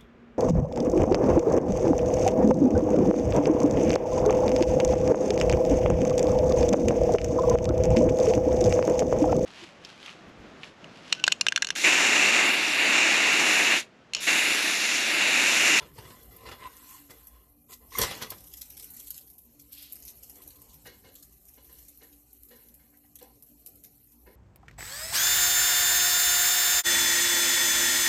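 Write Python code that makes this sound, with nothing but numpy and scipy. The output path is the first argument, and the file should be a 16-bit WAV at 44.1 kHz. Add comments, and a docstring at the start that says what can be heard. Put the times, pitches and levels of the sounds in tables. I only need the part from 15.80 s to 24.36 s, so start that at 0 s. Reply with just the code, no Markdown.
"""A plastic spatula slides under a pancake, flips it into a frying pan and presses it down in a small kitchen.
First the blade scrapes, squeaks and knocks: dense slips and rough blows drive the modes of the pan.
At 2.2 s come the hardest blows and loudest spits: clicks, pops and sprays of noise over the fizz of the fat.
A jet of steam at 4 s is band noise; from 5 s dull bumps ring across the room as blurred modes and clear notes.
Throughout, narrow noise bands make an appliance hum over a low, patchy rumble, and a short noise tail is the room."""
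import sys
import numpy as np
from scipy import signal
from scipy.fft import rfft, irfft, next_fast_len
from scipy.io import wavfile

SR = 44100
rng = np.random.default_rng(int(sys.argv[2]) if len(sys.argv) > 2 else 0)


def put_to_file(sound):
    """Save the sound as 16-bit audio at rate SR, in the file named by the first command-line argument."""
    columns = np.atleast_2d(sound).T  # one column per channel
    safe = np.clip(columns, -1, 1)
    whole_steps = np.round(safe * 32767)
    wavfile.write(sys.argv[1], SR, whole_steps.astype(np.int16))


N = 377319

# Steady frying: time_s, fizz_db, steam_db
FRYING_LEVELS = [(0.0, -65.5, -77), (0.31, -58.5, -62.5), (0.62, -61, -70.5), (.95, -58.5, -63.5),
                 (1.12, -53.5, -57), (1.19, -55, -60.5), (1.25, -61, -66), (1.44, -57, -68.5),
                 (1.64, -66.5, -78.5), (1.95, -62.5, -80), (2.1, -58.5, -69), (2.21, -40, -38.5),
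                 (2.31, -53, -56), (2.66, -57, -69), (2.97, -55, -60), (3.22, -54, -57.5),
                 (3.55, -60.5, -76), (3.86, -65.5, -70.5), (3.95, -50.5, -62), (4.12, -56, -62),
                 (4.26, -57.5, -64), (5.17, -61.5, -67.5), (5.6, -63.5, -72), (5.97, -57.5, -63.5),
                 (6.42, -63.5, -72.5), (6.82, -58.5, -71), (7.1, -64.5, -76), (8.05, -61, -70),
                 (8.556, -63.5, -77)]
# Spits of fat and water; the slow swells near 0.19 and 1.93 s are hiss of the scraping blade:
# peak_s, fizz_db, low_spray_db, rise_s
SPITS = [(.1396, -51, -80, .001), (0.187, -52, -55, 0.069), (0.431, -45, -80, 0.00089),
         (0.564, -44, -70, 0.0012), (0.968, -40.5, -60, .0024), (1.0913, -43, -58, .003),
         (1.2446, -56, -72, 0.0024), (1.306, -44, -56.5, 0.0032), (1.3673, -54, -75, .002),
         (1.471, -37.5, -59.5, .0024), (1.914, -44, -59, 0.055), (1.934, -43, -53.5, 0.054),
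         (2.174, -60, -47, 0.11), (2.1865, -15, -28, 0.005), (2.198, -36, -48, 0.0035),
         (2.2147, -17, -24, 0.004), (2.2215, -31, -28.5, 0.0018), (2.2297, -22, -28.5, 0.0065),
         (2.243, -36, -51, .003), (2.28, -52, -63, .006), (2.309, -42, -38, 0.0053),
         (2.348, -64, -55, 0.0074), (2.4258, -30, -37.5, 0.019), (2.5041, -25, -48.5, 0.0041),
         (2.5815, -44, -62, .0015), (2.6064, -45, -62, 0.0035), (2.64, -46, -63, .002),
         (2.671, -42.5, -60, 0.0046), (2.7205, -50, -60, 0.035), (2.738, -38, -52.5, 0.0099),
         (2.7737, -37.5, -54, 0.0093), (2.812, -36.5, -50.5, 0.001), (2.816, -40, -56, 0.002),
         (2.855, -45, -70, .0011), (2.9023, -36, -53, .0016), (2.925, -47, -63, .005),
         (2.969, -37, -52.5, .001), (2.997, -42, -54, 0.02), (3.026, -40, -56, .0016),
         (3.043, -38, -56.5, .0026), (3.106, -34.5, -69, 0.0075), (3.1374, -39, -62, .0015),
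         (3.1657, -42, -67, .0019), (3.195, -35, -60, .001), (3.1992, -33.5, -54, 0.0039),
         (3.229, -42, -79, .007), (3.273, -34.5, -56, 0.014), (3.3056, -24.5, -47.5, 0.0047),
         (3.342, -41, -56, .0013), (3.365, -40, -64, 0.039), (3.3784, -35, -56, 0.0068),
         (3.412, -44, -62, .0034), (3.474, -50, -65.5, .002), (3.502, -39, -67, .0025),
         (3.5334, -53, -76, .002), (3.583, -40.5, -68, 0.0051), (3.6596, -54, -82, .002),
         (3.738, -66, -78, 0.0019), (3.798, -42, -59, 0.0082), (3.93, -37, -54.5, 0.02),
         (3.9682, -55, -77, .0013), (4.027, -40, -52.5, 0.014), (4.124, -29, -64, 0.006),
         (4.156, -40, -52, .0023), (4.1954, -47, -72, .002), (4.225, -38, -53.5, 0.0082),
         (4.252, -35, -56, .0016), (4.283, -43, -52.5, 0.022), (4.294, -37, -62, .0024),
         (4.3735, -55, -83, .002), (4.433, -37.5, -54.5, 0.012), (4.497, -38, -54, .0031),
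         (4.555, -42, -59.5, .0025), (4.619, -41.5, -59.5, .0046), (4.678, -31.5, -56, 0.0083),
         (4.703, -47, -56.5, .0017), (4.757, -49, -62, .0023), (4.818, -42, -62.5, 0.003),
         (4.9, -59, -64.5, 0.037), (4.94, -43, -66, 0.027), (5.069, -41.5, -53.5, 0.041),
         (5.342, -46, -69, .002), (5.354, -42, -53.5, 0.003), (5.384, -59, -68, 0.0086),
         (5.426, -43.5, -56.5, 0.002), (5.524, -47, -70.5, 0.0073), (5.654, -44, -74, .0013),
         (5.6835, -47, -63, .0014), (5.7427, -48, -68, 0.013), (5.8455, -49, -64, .0024),
         (5.928, -43, -76, .0036), (5.986, -47, -65, .0046), (6.085, -38, -57.5, 0.0065),
         (6.1745, -43, -100, 0.0018), (6.234, -44.5, -64, .002), (6.329, -48, -61, .016),
         (6.53, -45.5, -88, 0.0027), (6.634, -39, -75, .0016), (6.687, -47, -64, .0022),
         (6.758, -52, -72, .002), (6.822, -66, -70, .002), (6.886, -45, -68, .001),
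         (6.942, -43, -69, 0.00086), (7.173, -46, -82, 0.0018), (7.253, -53, -75, 0.0023),
         (7.356, -36.5, -57, 0.0035), (7.389, -48, -58, 0.0063), (7.426, -44.5, -62, 0.0019),
         (7.6244, -38, -67, .0017), (7.664, -49, -84, 0.0061), (7.862, -33.5, -55, 0.0021),
         (7.8703, -46, -66, 0.001), (7.9556, -53, -72, 0.0016), (8.0377, -39.5, -62, 0.0018),
         (8.0437, -45, -58.5, 0.002), (8.321, -45, -70.5, 0.0013)]
# Jet of steam squeezed from under the pancake: time_s, level_db
STEAM_JET = [(3.908, -74), (3.926, -58.5), (3.966, -60), (3.98, -54), (4.032, -54.5), (4.15, -68)]
# Spectrum of the bubbles' fizz: frequency_hz, relative_db (per Hz)
FIZZ_SPECTRUM = [(2940, -42.5), (5000, -44), (6360, -20), (8300, -13.5), (10500, -1.5), (12500, 8),
                 (13300, 5), (14200, -5)]
# Spectrum of the steam hiss: frequency_hz, relative_db (per Hz)
STEAM_SPECTRUM = [(710, -18.5), (1200, -16), (3060, -9.5), (3380, -17.5), (4320, -5.5), (4840, -14.5),
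                  (5230, -7.5), (7500, -3.5), (9750, -5), (16500, -120)]
# Spectrum of spray with large drops: frequency_hz, relative_db (per Hz)
HEAVY_SPRAY_SPECTRUM = [(590, -53), (1000, -19.5), (4430, -3), (4830, -4.5), (5360, -2), (8000, -12.5),
                        (10400, -14), (17600, -120)]
# Spectrum of spray with small drops: frequency_hz, relative_db (per Hz)
FINE_SPRAY_SPECTRUM = [(900, -27.5), (2000, -14.5), (3000, -10), (4600, -8.5), (6000, -3.5), (7800, -4.5),
                       (10000, -9), (17600, -120)]
# Blade resting and sliding lightly on the pan: time_s, rasp_db
LIGHT_SLIDE = [(0.0, -57.5), (0.43, -97), (0.61, -71.5), (0.9, -62.5), (1.05, -66), (1.28, -103),
               (1.4, -67.5), (1.62, -91)]
# Short scraping strokes: peak_s, rasp_db, ringing_db, thud_db, rise_s, hold_s, t60_s
STROKES = [(0.01, -62.5, -90, -53.5, 0.0086, 0.054, 0.054), (0.17, -62, -75, -56, 0.022, .005, 1),
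           (0.237, -64.5, -66, -66.5, 0.042, 0.077, 0.64), (0.516, -63.5, -75, -63, 0.012, 0.018, 0.69),
           (0.637, -72, -53, -59.5, 0.046, 0.019, 0.063), (0.661, -52.5, -61, -57.5, 0.012, 0.036, 0.12),
           (0.722, -54, -80, -67, 0.006, 0.011, 0.1), (0.84, -54, -49.5, -56.5, 0.083, 0.032, 0.024),
           (1.106, -61, -66.5, -96, 0.071, 0.07, 0.3), (1.301, -57.5, -74, -54, 0.023, 0.0043, 0.22),
           (1.546, -71.5, -70, -71, 0.048, 0.031, 0.52), (1.898, -61, -60, -62.5, 0.017, 0.032, 0.085),
           (2.018, -74, -72.5, -66, 0.026, .02, 0.24), (2.121, -54, -67, -77.5, 0.005, 0.02, 0.24),
           (2.187, -37.5, -56.5, -37.5, 0.035, 0.01, 0.13), (2.216, -40, -71.5, -45, 0.017, 0.014, 0.75),
           (2.415, -49, -62, -53, 0.0097, 0.028, 0.1), (2.511, -57, -65, -57, 0.013, 0.0086, 0.12),
           (4.596, -70, -76, -65, 0.093, 0.032, 0.13), (4.666, -83, -87, -62.5, 0.041, .01, 0.1),
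           (4.76, -97, -74, -69.5, 0.045, 0.14, 0.6)]
# Blade and pancake striking the pan: peak_s, ringing_db, crack_db, push_db, boom_hz
KNOCKS = [(0.018, -34.5, -64, -58, 138), (0.185, -60, -45.5, -24, 119), (0.25, -38.5, -55, -33, 123),
          (0.304, -52, -48.5, -35, 117), (0.668, -55, -53, -37, 65.2), (0.714, -31, -43.5, -31.5, 67),
          (1.3, -70, -51, -46, 54), (2.1855, -34, -34, -23, 250), (2.216, -34.5, -26, -18, 45.8),
          (2.234, -40.5, -27.5, -18, 132), (2.235, -44, -45, -19.5, 62), (2.31, -41, -35.5, -33, 64.6),
          (2.423, -46, -35.5, -47, 120), (2.519, -50, -41.5, -41, 109)]
# Modes of the pan: frequency_hz, width_hz, relative_db
PAN_MODES = [(137, 20, 0), (275, 45, 2), (455.5, 30, 1), (764.5, 5.1, 5.5), (966, 87, 0.5), (1355, 52, 4.5),
             (1530, 13, -4), (2018, 53, 7), (1790, 30, -5), (2340, 28, -8.5), (2874, 100, -1.5),
             (3410, 73, 4.5), (4080, 30, -3.5), (4280, 29, -0.5), (5000, 140, -10.5), (5900, 31, -11.5),
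             (7000, 27, -11)]
# Spectrum of the rasp and the cracks: frequency_hz, relative_db (per Hz)
RASP_SPECTRUM = [(150, -33.5), (250, -3.5), (401, -2), (950, -1.5), (1500, -2.5), (4130, -8.5), (6200, -15),
                 (12400, -17), (14200, -24)]
# Blade edge sticking and slipping in step: start_s, length_s, pitch_hz, level_db, overtone_db
SQUEAKS = [(.004, 0.011, 920, -45.5, -60), (0.181, 0.0093, 933, -44.5, -73), (0.846, 0.03, 1032, -39, -68),
           (1.11, 0.018, 1044, -52.5, -80), (2.119, 0.011, 1085, -48.5, -67.5),
           (2.151, 0.0092, 1095, -32.5, -35)]
# Dull bumps across the room: strike_s, low_db, body_db, middle_db, high_db, base_t60_s,
# low_note_hz, low_note_db, high_note_hz, high_note_db
BUMPS = [(5.06, -51.5, -53, -50.5, -51, 0.45, 480, -54, 1890, -50.5),
         (5.244, -61, -77, -62, -61, 0.5, 534, -66, 2150, -60),
         (5.286, -61.5, -80, -74, -68, 0.26, 530, -64, 1900, -72),
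         (5.777, -58.5, -63, -65, -64, 0.35, 449, -69, 1006, -78),
         (5.895, -66.5, -68.5, -69.5, -66, 0.97, 455, -68, 1010, -68),
         (6.216, -59, -60, -59, -61, 0.44, 450.5, -57, 1910, -67),
         (6.709, -59.5, -64, -61, -62, 0.86, 492, -57, 1890, -61),
         (6.998, -82, -77, -71, -73, 0.66, 800, -75, 2100, -73),
         (7.135, -89, -88, -71, -101, 0.16, 800, -89, 1960, -71.5),
         (7.24, -73, -73.5, -74, -89, 0.2, 800, -77, 1940, -74),
         (7.413, -55, -54.5, -61.5, -60.5, 0.46, 497, -49.5, 782, -57),
         (8.467, -56.5, -62.5, -61.5, -65.5, 0.7, 381.5, -54.5, 980, -60)]
# Modes that the bumps ring: frequency_hz, width_hz, relative_db
FURNITURE_MODES = [(470, 160, 1.5), (774, 41, 10), (1014, 26, 2.5), (1223, 34, -4), (1603, 140, -6),
                   (1840, 66, 2), (2156, 47, 2), (2590, 69, 1.5), (2897, 71, 3.5), (3440, 50, 1),
                   (4050, 110, -3.5), (4430, 24, 3)]
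# Lines of the appliance hum: frequency_hz, width_hz (of each of two resonances), level_db
HUM_LINES = [(59, 9.4, -68.5), (124, 18, -81.5), (238.2, 9.4, -75), (289.7, 12, -71.5), (396, 42, -86.5),
             (446, 50, -85.5), (754, 35, -90.5), (2460, 70, -92.5)]
# Rumble: time_s, rumble_db, deepest_db
RUMBLE_LEVELS = [(0.0, -61.5, -55.5), (0.76, -61.5, -63), (0.93, -68, -66.5), (1.93, -72.5, -66.5),
                 (2.17, -63, -53), (2.36, -54, -63), (2.69, -64, -59.5), (3.07, -67, -64.5),
                 (3.81, -71, -70), (4.19, -64.5, -68), (4.53, -65.5, -64), (5.26, -62.5, -65),
                 (5.53, -71, -66), (6.07, -68.5, -65), (6.51, -74.5, -79), (6.96, -69.5, -66),
                 (7.17, -72.5, -78.5), (7.93, -68, -70), (8.32, -74.5, -77), (8.56, -62, -69)]
# Spectrum of the rumble: frequency_hz, relative_db (per Hz)
RUMBLE_SPECTRUM = [(15, -36), (25, -16.5), (64, 2), (189, -4), (289, -10.5), (344, -7), (649, -14),
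                   (743, -13.5), (1110, -20.5), (2500, -36.5), (3250, -68), (5500, -120)]

FIZZ_FLUTTER_DB = 2
SMALL_SPITS, SMALL_SPIT_SPREAD_DB = 24, 8
SMALL_SPIT_DB, SMALL_SPIT_LOW_DB = 3, -26   # level over the fizz; lower part under that
SPIT_T60_S, SPIT_USUAL_DB, SPIT_HALVING_DB = 0.12, -44.5, 19   # t60 halves for each such step in level
POP_DB, POP_T60_S, SPRAY_DB = -2, 0.006, -8.5   # levels against the spit's
SNAP_DB, SNAP_HZ, SNAP_WIDTH_HZ, SNAP_RISE_S = 11, 11000, 6000, 0.003
CRACKLES_PER_S, CRACKLE_SPREAD_DB = 2200, 1.5
HEAVY_FROM_DB, HEAVY_SPAN_DB = -54, 12   # a stronger spray holds larger drops: lower and shorter
HEAVY_DECAY, FINE_DECAY = 0.36, 0.54   # share of the spit's t60
SPRAY_LAG_S, SPRAY_HOLD_S = 0.002, 0.0024   # the lower spray swells later
SEETHE_DB, SEETHE_T60_S = -20.5, 0.4   # against the lower spray: the fat seethes on
SLIPS_PER_S, SLIP_SPREAD_DB, SLIP_CLUMP_DB = 2000, 2, 1.6
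SLIDE_RING_DB, SLIDE_THUD_DB = -5, -8.5   # against the rasp of the light slide
SING_HZ, SING_WIDTH_HZ = 1040, 100   # strongest mode; width of each of two resonances
RASP_MODES_DB, RASP_PATCHY_DB, PAN_SHIFT_DB = -1, 8, 3   # first is the share of the rasp that rings the pan
KNOCK_T60_S, KNOCK_RING_T60_S, KNOCK_RISE_S = 0.083, 0.1, 0.0007
BUMP_SHIFT_DB, BUMP_NOISE_DB = 1.5, -11
NOTE_RISE_S, NOTE_HOLD_S, NOTE_T60_S = 0.01, 0.004, 0.12
KITCHEN_T60_S, KITCHEN_DB = 0.15, -12
HUM_WAVER_DB, RUMBLE_WAVER_DB = 3.8, 1.2
BASS_EDGE_HZ, OVERLOAD = 42, 0.2   # bass corner; amplitude where peaks saturate
TREBLE_EDGE_HZ, TREBLE_REMAINDER_DB, CUTOFF_HZ = 14350, -30, 15300


def frying():
    """Superposition of random impulses: bubbles fizz in the treble, steam hisses lower, spits burst on top."""
    fizz_db, steam_db = in_time(FRYING_LEVELS)
    bed = amp(fizz_db + FIZZ_FLUTTER_DB * drift(40)) * colour(grains(5800, spread_db=-1.5), FIZZ_SPECTRUM)
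    bed += amp(fizz_db - 11) * colour(grains(150, spread_db=3.5), FIZZ_SPECTRUM)   # lone small pops
    steam = colour(grains(8000, spread_db=0), STEAM_SPECTRUM)
    steam = patchy(steam, patchy_db=7, rate_hz=17, low_hz=784)
    bed += amp(steam_db + 0.85 * drift(11)) * steam
    jet_db, = in_time(STEAM_JET, outside=-120)
    bed += amp(jet_db) * band(grains(9000, spread_db=2), 2600, 5300)
    return bed + spits(np.hstack([np.transpose(SPITS), small_spits(fizz_db)]))


def spits(columns):
    """Sudden release: each spit is a click and a sharp pop, with a spray of smaller ones that dies away."""
    peak_s, peak_db, low_db, rise = columns
    t60 = SPIT_T60_S * 2 ** ((SPIT_USUAL_DB - peak_db) / SPIT_HALVING_DB)
    crackle = grains(CRACKLES_PER_S, spread_db=CRACKLE_SPREAD_DB)
    pop = colour(rng.choice([-1.0, 1.0], N), FIZZ_SPECTRUM)

    # The skin of the drop bursts in one click; slow rises barely snap.
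    snap = np.zeros(N)
    snap[(peak_s * SR).astype(int)] = amp(peak_db + SNAP_DB) * np.minimum(SNAP_RISE_S / rise, 1)
    out = resonate(snap, SNAP_HZ, SNAP_WIDTH_HZ)
    out += bursts(peak_s, peak_db + POP_DB, POP_T60_S, 0.0012) * pop
    spray = bursts(peak_s, peak_db + SPRAY_DB, t60, rise)
    out += spray * amp(2.9 * drift(55)) * colour(crackle, FIZZ_SPECTRUM)

    # The lower spray divides its power between large and small drops.
    heavy = np.clip((low_db - HEAVY_FROM_DB) / HEAVY_SPAN_DB, 0.01, 0.99)
    drops = patchy(crackle, patchy_db=10.5, rate_hz=9.6, low_hz=782)
    flutter = amp(1.4 * drift(64))
    for share, decay, spectrum in [(heavy, HEAVY_DECAY, HEAVY_SPRAY_SPECTRUM),
                                   (1 - heavy, FINE_DECAY, FINE_SPRAY_SPECTRUM)]:
        db = low_db + 10 * np.log10(share)
        low = bursts(peak_s + SPRAY_LAG_S, db, t60 * decay, rise + SPRAY_LAG_S, SPRAY_HOLD_S)
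        low += bursts(peak_s, db + SEETHE_DB, SEETHE_T60_S, 0.015)
        out += low * flutter * colour(drops, spectrum)
    return out


def small_spits(fizz_db):
    """Random process: faint spits at chance moments, stronger where the fizz is; columns as in SPITS."""
    when, size, slow = rng.random((SMALL_SPITS, 3)).T
    fizz_there_db = fizz_db[(when * (N - 1)).astype(int)]
    peak_db = fizz_there_db + SMALL_SPIT_DB + SMALL_SPIT_SPREAD_DB * (size - 0.5)
    return when * N / SR, peak_db, peak_db + SMALL_SPIT_LOW_DB, 0.001 + 0.006 * slow ** 2


def spatula():
    """Friction excitation: the dragged edge slips in dense clicks that ring the pan; strikes are added."""
    slide_db, = in_time(LIGHT_SLIDE, outside=-120)
    peak_s, rasp_db, sing_db, thud_db, rise, hold, t60 = np.transpose(STROKES)
    rasp = amp(slide_db) + bursts(peak_s, rasp_db, t60, rise, hold)
    sing = amp(slide_db + SLIDE_RING_DB) + bursts(peak_s, sing_db, t60, rise, hold)
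    thud = amp(slide_db + SLIDE_THUD_DB) + bursts(peak_s, thud_db, t60, rise, hold)

    slips = grains(SLIPS_PER_S, spread_db=SLIP_SPREAD_DB) * amp(SLIP_CLUMP_DB * drift(70))
    out = sing * rms_one(resonate_twice(slips, SING_HZ, SING_WIDTH_HZ))
    out += rasp * amp(RASP_MODES_DB) * rms_one(modes(slips, PAN_MODES, shift_db=PAN_SHIFT_DB))
    out += rasp * patchy(colour(slips, RASP_SPECTRUM), patchy_db=RASP_PATCHY_DB, rate_hz=9.3, low_hz=733)
    low_modes = resonate(slips, 457, 74) - resonate(slips, 268, 60)
    dull_rub = amp(-2) * slips
    out += thud * band(low_modes + dull_rub, 70, 600)
    return out + knocks()


def knocks():
    """Impact excitation: a rough blow rings the pan and cracks; its push shakes the stove top."""
    peak_s, ring_db, crack_db, push_db, boom_hz = np.transpose(KNOCKS)
    rough = rms_one(grains(9000, spread_db=1))
    blow = bursts(peak_s, ring_db, KNOCK_RING_T60_S, KNOCK_RISE_S) * rough
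    out = modes(blow, PAN_MODES, shift_db=2)
    out += bursts(peak_s, crack_db, KNOCK_T60_S, KNOCK_RISE_S) * colour(rough, RASP_SPECTRUM)
    for at, db, hz in zip(peak_s, push_db, boom_hz):
        push = bursts([at], db, 0.024, 0.0029)
        out += resonate(resonate(push, hz, 180), hz, 40)
    return out


def squeaks():
    """Stick-slip oscillation: short tones that start at once, waver a little and break off."""
    out = np.zeros(N)
    waver = 1 + 0.015 * drift(29)
    for start_s, length, hz, db, overtone_db in SQUEAKS:
        i = round(start_s * SR)
        t = np.arange(int((length + 0.02) * SR)) / SR
        phase = 2 * np.pi * np.cumsum(hz * waver[i:i + len(t)]) / SR
        shape = np.minimum(t / 0.0018, 1) * np.exp(-np.maximum(t - length, 0) / 0.0014)
        tone = amp(db) * np.sin(phase) + amp(overtone_db) * np.sin(1.92 * phase)
        out[i:i + len(t)] += shape * tone
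    return out


def bumps():
    """Modal response at a distance: far blows arrive as blurred ringing, each with its own colour."""
    strike_s, low_db, body_db, mid_db, high_db, t60, *notes = np.transpose(BUMPS)
    low_hz, low_note_db, high_hz, high_note_db = notes
    noise = rng.standard_normal(N)
    blur = modes(noise, FURNITURE_MODES, shift_db=BUMP_SHIFT_DB) + amp(BUMP_NOISE_DB) * noise
    out = np.zeros(N)
    # lag_s, level_db, rise_s, from_hz, to_hz: the lows swell latest
    for lag, db, rise, from_hz, to_hz in [(0.0036, low_db, 0.013, 140, 520),
                                          (0.0013, body_db, 0.0038, 636, 1000),
                                          (0.00051, mid_db, 0.014, 1250, 2320),
                                          (0.0015, high_db, 0.0053, 2730, 5300)]:
        blow = bursts(strike_s + lag, db, t60 * 0.69, rise, 0.0036)
        room = bursts(strike_s + lag, db - 25, t60 * 2, rise)
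        out += (blow + room) * band(blur, from_hz, to_hz)

    # Two wooden notes ring clear.
    t = np.arange(N) / SR
    for note_hz, note_db in [(low_hz, low_note_db), (high_hz, high_note_db)]:
        for at, hz, db in zip(strike_s, note_hz, note_db):
            envelope = bursts([at + NOTE_RISE_S], db, NOTE_T60_S, NOTE_RISE_S, NOTE_HOLD_S)
            out += envelope * np.sin(2 * np.pi * hz * t)
    return out


def kitchen(x):
    """Reverberation: a dull tail of exponentially decaying noise follows each sound."""
    t = np.arange(int(KITCHEN_T60_S * SR)) / SR
    dull_noise = signal.lfilter([1], [1, -0.5], rng.standard_normal(len(t)))
    tail = dull_noise * amp(-60 * t / KITCHEN_T60_S) * (t > 0.004)
    return amp(KITCHEN_DB) * signal.fftconvolve(x, tail / np.linalg.norm(tail))[:N]


def background():
    """Narrow-band noise: hum lines waver in level over a broad low rumble."""
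    rumble = colour(rng.standard_normal(N), RUMBLE_SPECTRUM)
    rumble = patchy(rumble, patchy_db=13.5, rate_hz=5.4, low_hz=90.9)
    deep = band(band(rng.standard_normal(N), 38, 80), 38, 80)
    rumble_db, deep_db = in_time(RUMBLE_LEVELS)
    out = amp(rumble_db + RUMBLE_WAVER_DB * drift(7.4)) * rumble + amp(deep_db) * deep
    for hz, width, db in HUM_LINES:
        line = rms_one(resonate_twice(rng.standard_normal(N), hz, width))
        out += amp(db + HUM_WAVER_DB * drift(3.9)) * line
    return out


def modes(force, table, shift_db):
    """Modal sum, signs alternating; each mode's strength drifts slowly at random."""
    out = np.zeros(N)
    for k, (hz, width, db) in enumerate(table):
        out += (-1) ** k * resonate(amp(db + shift_db * drift(7.4)) * force, hz, width)
    return out


def resonate(x, hz, width_hz):
    """Simple resonance: a two-pole filter whose bandwidth sets its damping."""
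    r = np.exp(-np.pi * max(width_hz, 1) / SR)
    zeros = np.array([1, 0, -1]) * (1 - r * r) / 2
    return signal.lfilter(zeros, [1, -2 * r * np.cos(2 * np.pi * hz / SR), r * r], x)


def resonate_twice(x, hz, width_hz):
    """Cascaded resonance: two equal filters give steeper skirts."""
    return resonate(resonate(x, hz, width_hz), hz, width_hz)


def grains(per_s, spread_db):
    """Random impulse train: sparse clicks of either sign, their levels spread exponentially."""
    level_db = max(spread_db, 0) * np.minimum(rng.exponential(1, N), 4)
    sizes = amp(level_db) * rng.choice([-1, 1], N)
    return sizes * (rng.random(N) < per_s / SR)


def bursts(peak_s, db, t60, rise_s, hold_s=0):
    """Exponential decay: envelopes rise fast to their peak, may hold, then fall 60 dB in t60."""
    out = np.zeros(N)
    for s, level_db, decay, rise, hold in np.broadcast(peak_s, db, t60, rise_s, hold_s):
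        i = max(round((s - rise) * SR), 0)
        t = np.arange(min(int((decay + rise + hold) * SR), N - i)) / SR
        fall_db = 60 * np.maximum(t - rise - hold, 0) / decay
        out[i:i + len(t)] += amp(level_db - fall_db) * np.minimum(t / rise, 1) ** 2.2
    return out


def patchy(x, patchy_db, rate_hz, low_hz):
    """Band-wise modulation: fifth-octave bands each sink for a moment on their own."""
    edges = low_hz * 2 ** np.arange(0, 4.2, 1 / 5)
    out = np.zeros(N)
    for pair in zip(edges, edges[1:]):
        sos = signal.butter(2, pair, "band", fs=SR, output="sos")
        gain = amp(patchy_db * np.minimum(drift(rate_hz), 0.5))
        out += gain * signal.sosfiltfilt(sos, x)
    return rms_one(out)


def drift(rate_hz):
    """Low-pass filtered chance: a slow random curve of rms 1, drawn every 40 samples."""
    step = 40
    r = np.exp(-2 * np.pi * rate_hz * step / SR)
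    slow = signal.lfilter([1], [1, -2 * r, r * r], rng.standard_normal(N // step + 2002))
    slow = slow[2000:]   # leave out the filter's settling
    return np.interp(np.arange(N) / step, np.arange(len(slow)), rms_one(slow))


def colour(x, spectrum):
    """Spectral shaping: weight each frequency by a curve on a log axis; rms 1."""
    size = next_fast_len(N)
    hz, db = np.transpose(spectrum)
    bin_hz = np.arange(size // 2 + 1) * SR / size
    gain = amp(np.interp(np.log(bin_hz + 1), np.log(hz), db, left=-90))
    return rms_one(irfft(rfft(x, size) * gain, size)[:N])


def band(x, low_hz, high_hz):
    """Band-pass filtering: keep one range of frequencies; rms 1."""
    sos = signal.butter(2, [low_hz, high_hz], "band", fs=SR, output="sos")
    return rms_one(signal.sosfilt(sos, x))


def in_time(rows, outside=None):
    """Linear interpolation: the columns of a curve, one value a sample."""
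    s, *columns = np.transpose(rows)
    return [np.interp(np.arange(N) / SR, s, c, outside, outside) for c in columns]


def rms_one(x):
    """Normalization: scale to unit effective value."""
    return x / np.sqrt(np.mean(x ** 2) + 1e-20)


def amp(db):
    """Decibel law: the amplitude ratio of a level."""
    return 10 ** (np.asarray(db) / 20)


def scene():
    """Superposition: near sounds and their room tail, far bumps and the background."""
    near = frying() + spatula() + squeaks()
    return (near + kitchen(near) + bumps() + background())[None]


def record(dry):
    """Band limits and saturation: bass is lost, peaks are rounded, the treble drops steeply, then is cut."""
    dry = signal.sosfilt(signal.butter(2, BASS_EDGE_HZ, "high", fs=SR, output="sos"), dry)
    dry = OVERLOAD * np.tanh(dry / OVERLOAD)
    # The treble drops steeply above 14 kHz; a faint remainder reaches up to the cutoff.
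    low = signal.sosfilt(signal.cheby2(14, 50, TREBLE_EDGE_HZ, fs=SR, output="sos"), dry)
    cut = signal.cheby2(14, 70, CUTOFF_HZ, fs=SR, output="sos")
    return signal.sosfilt(cut, low + amp(TREBLE_REMAINDER_DB) * dry)


dry = scene()
out = record(dry)
put_to_file(out)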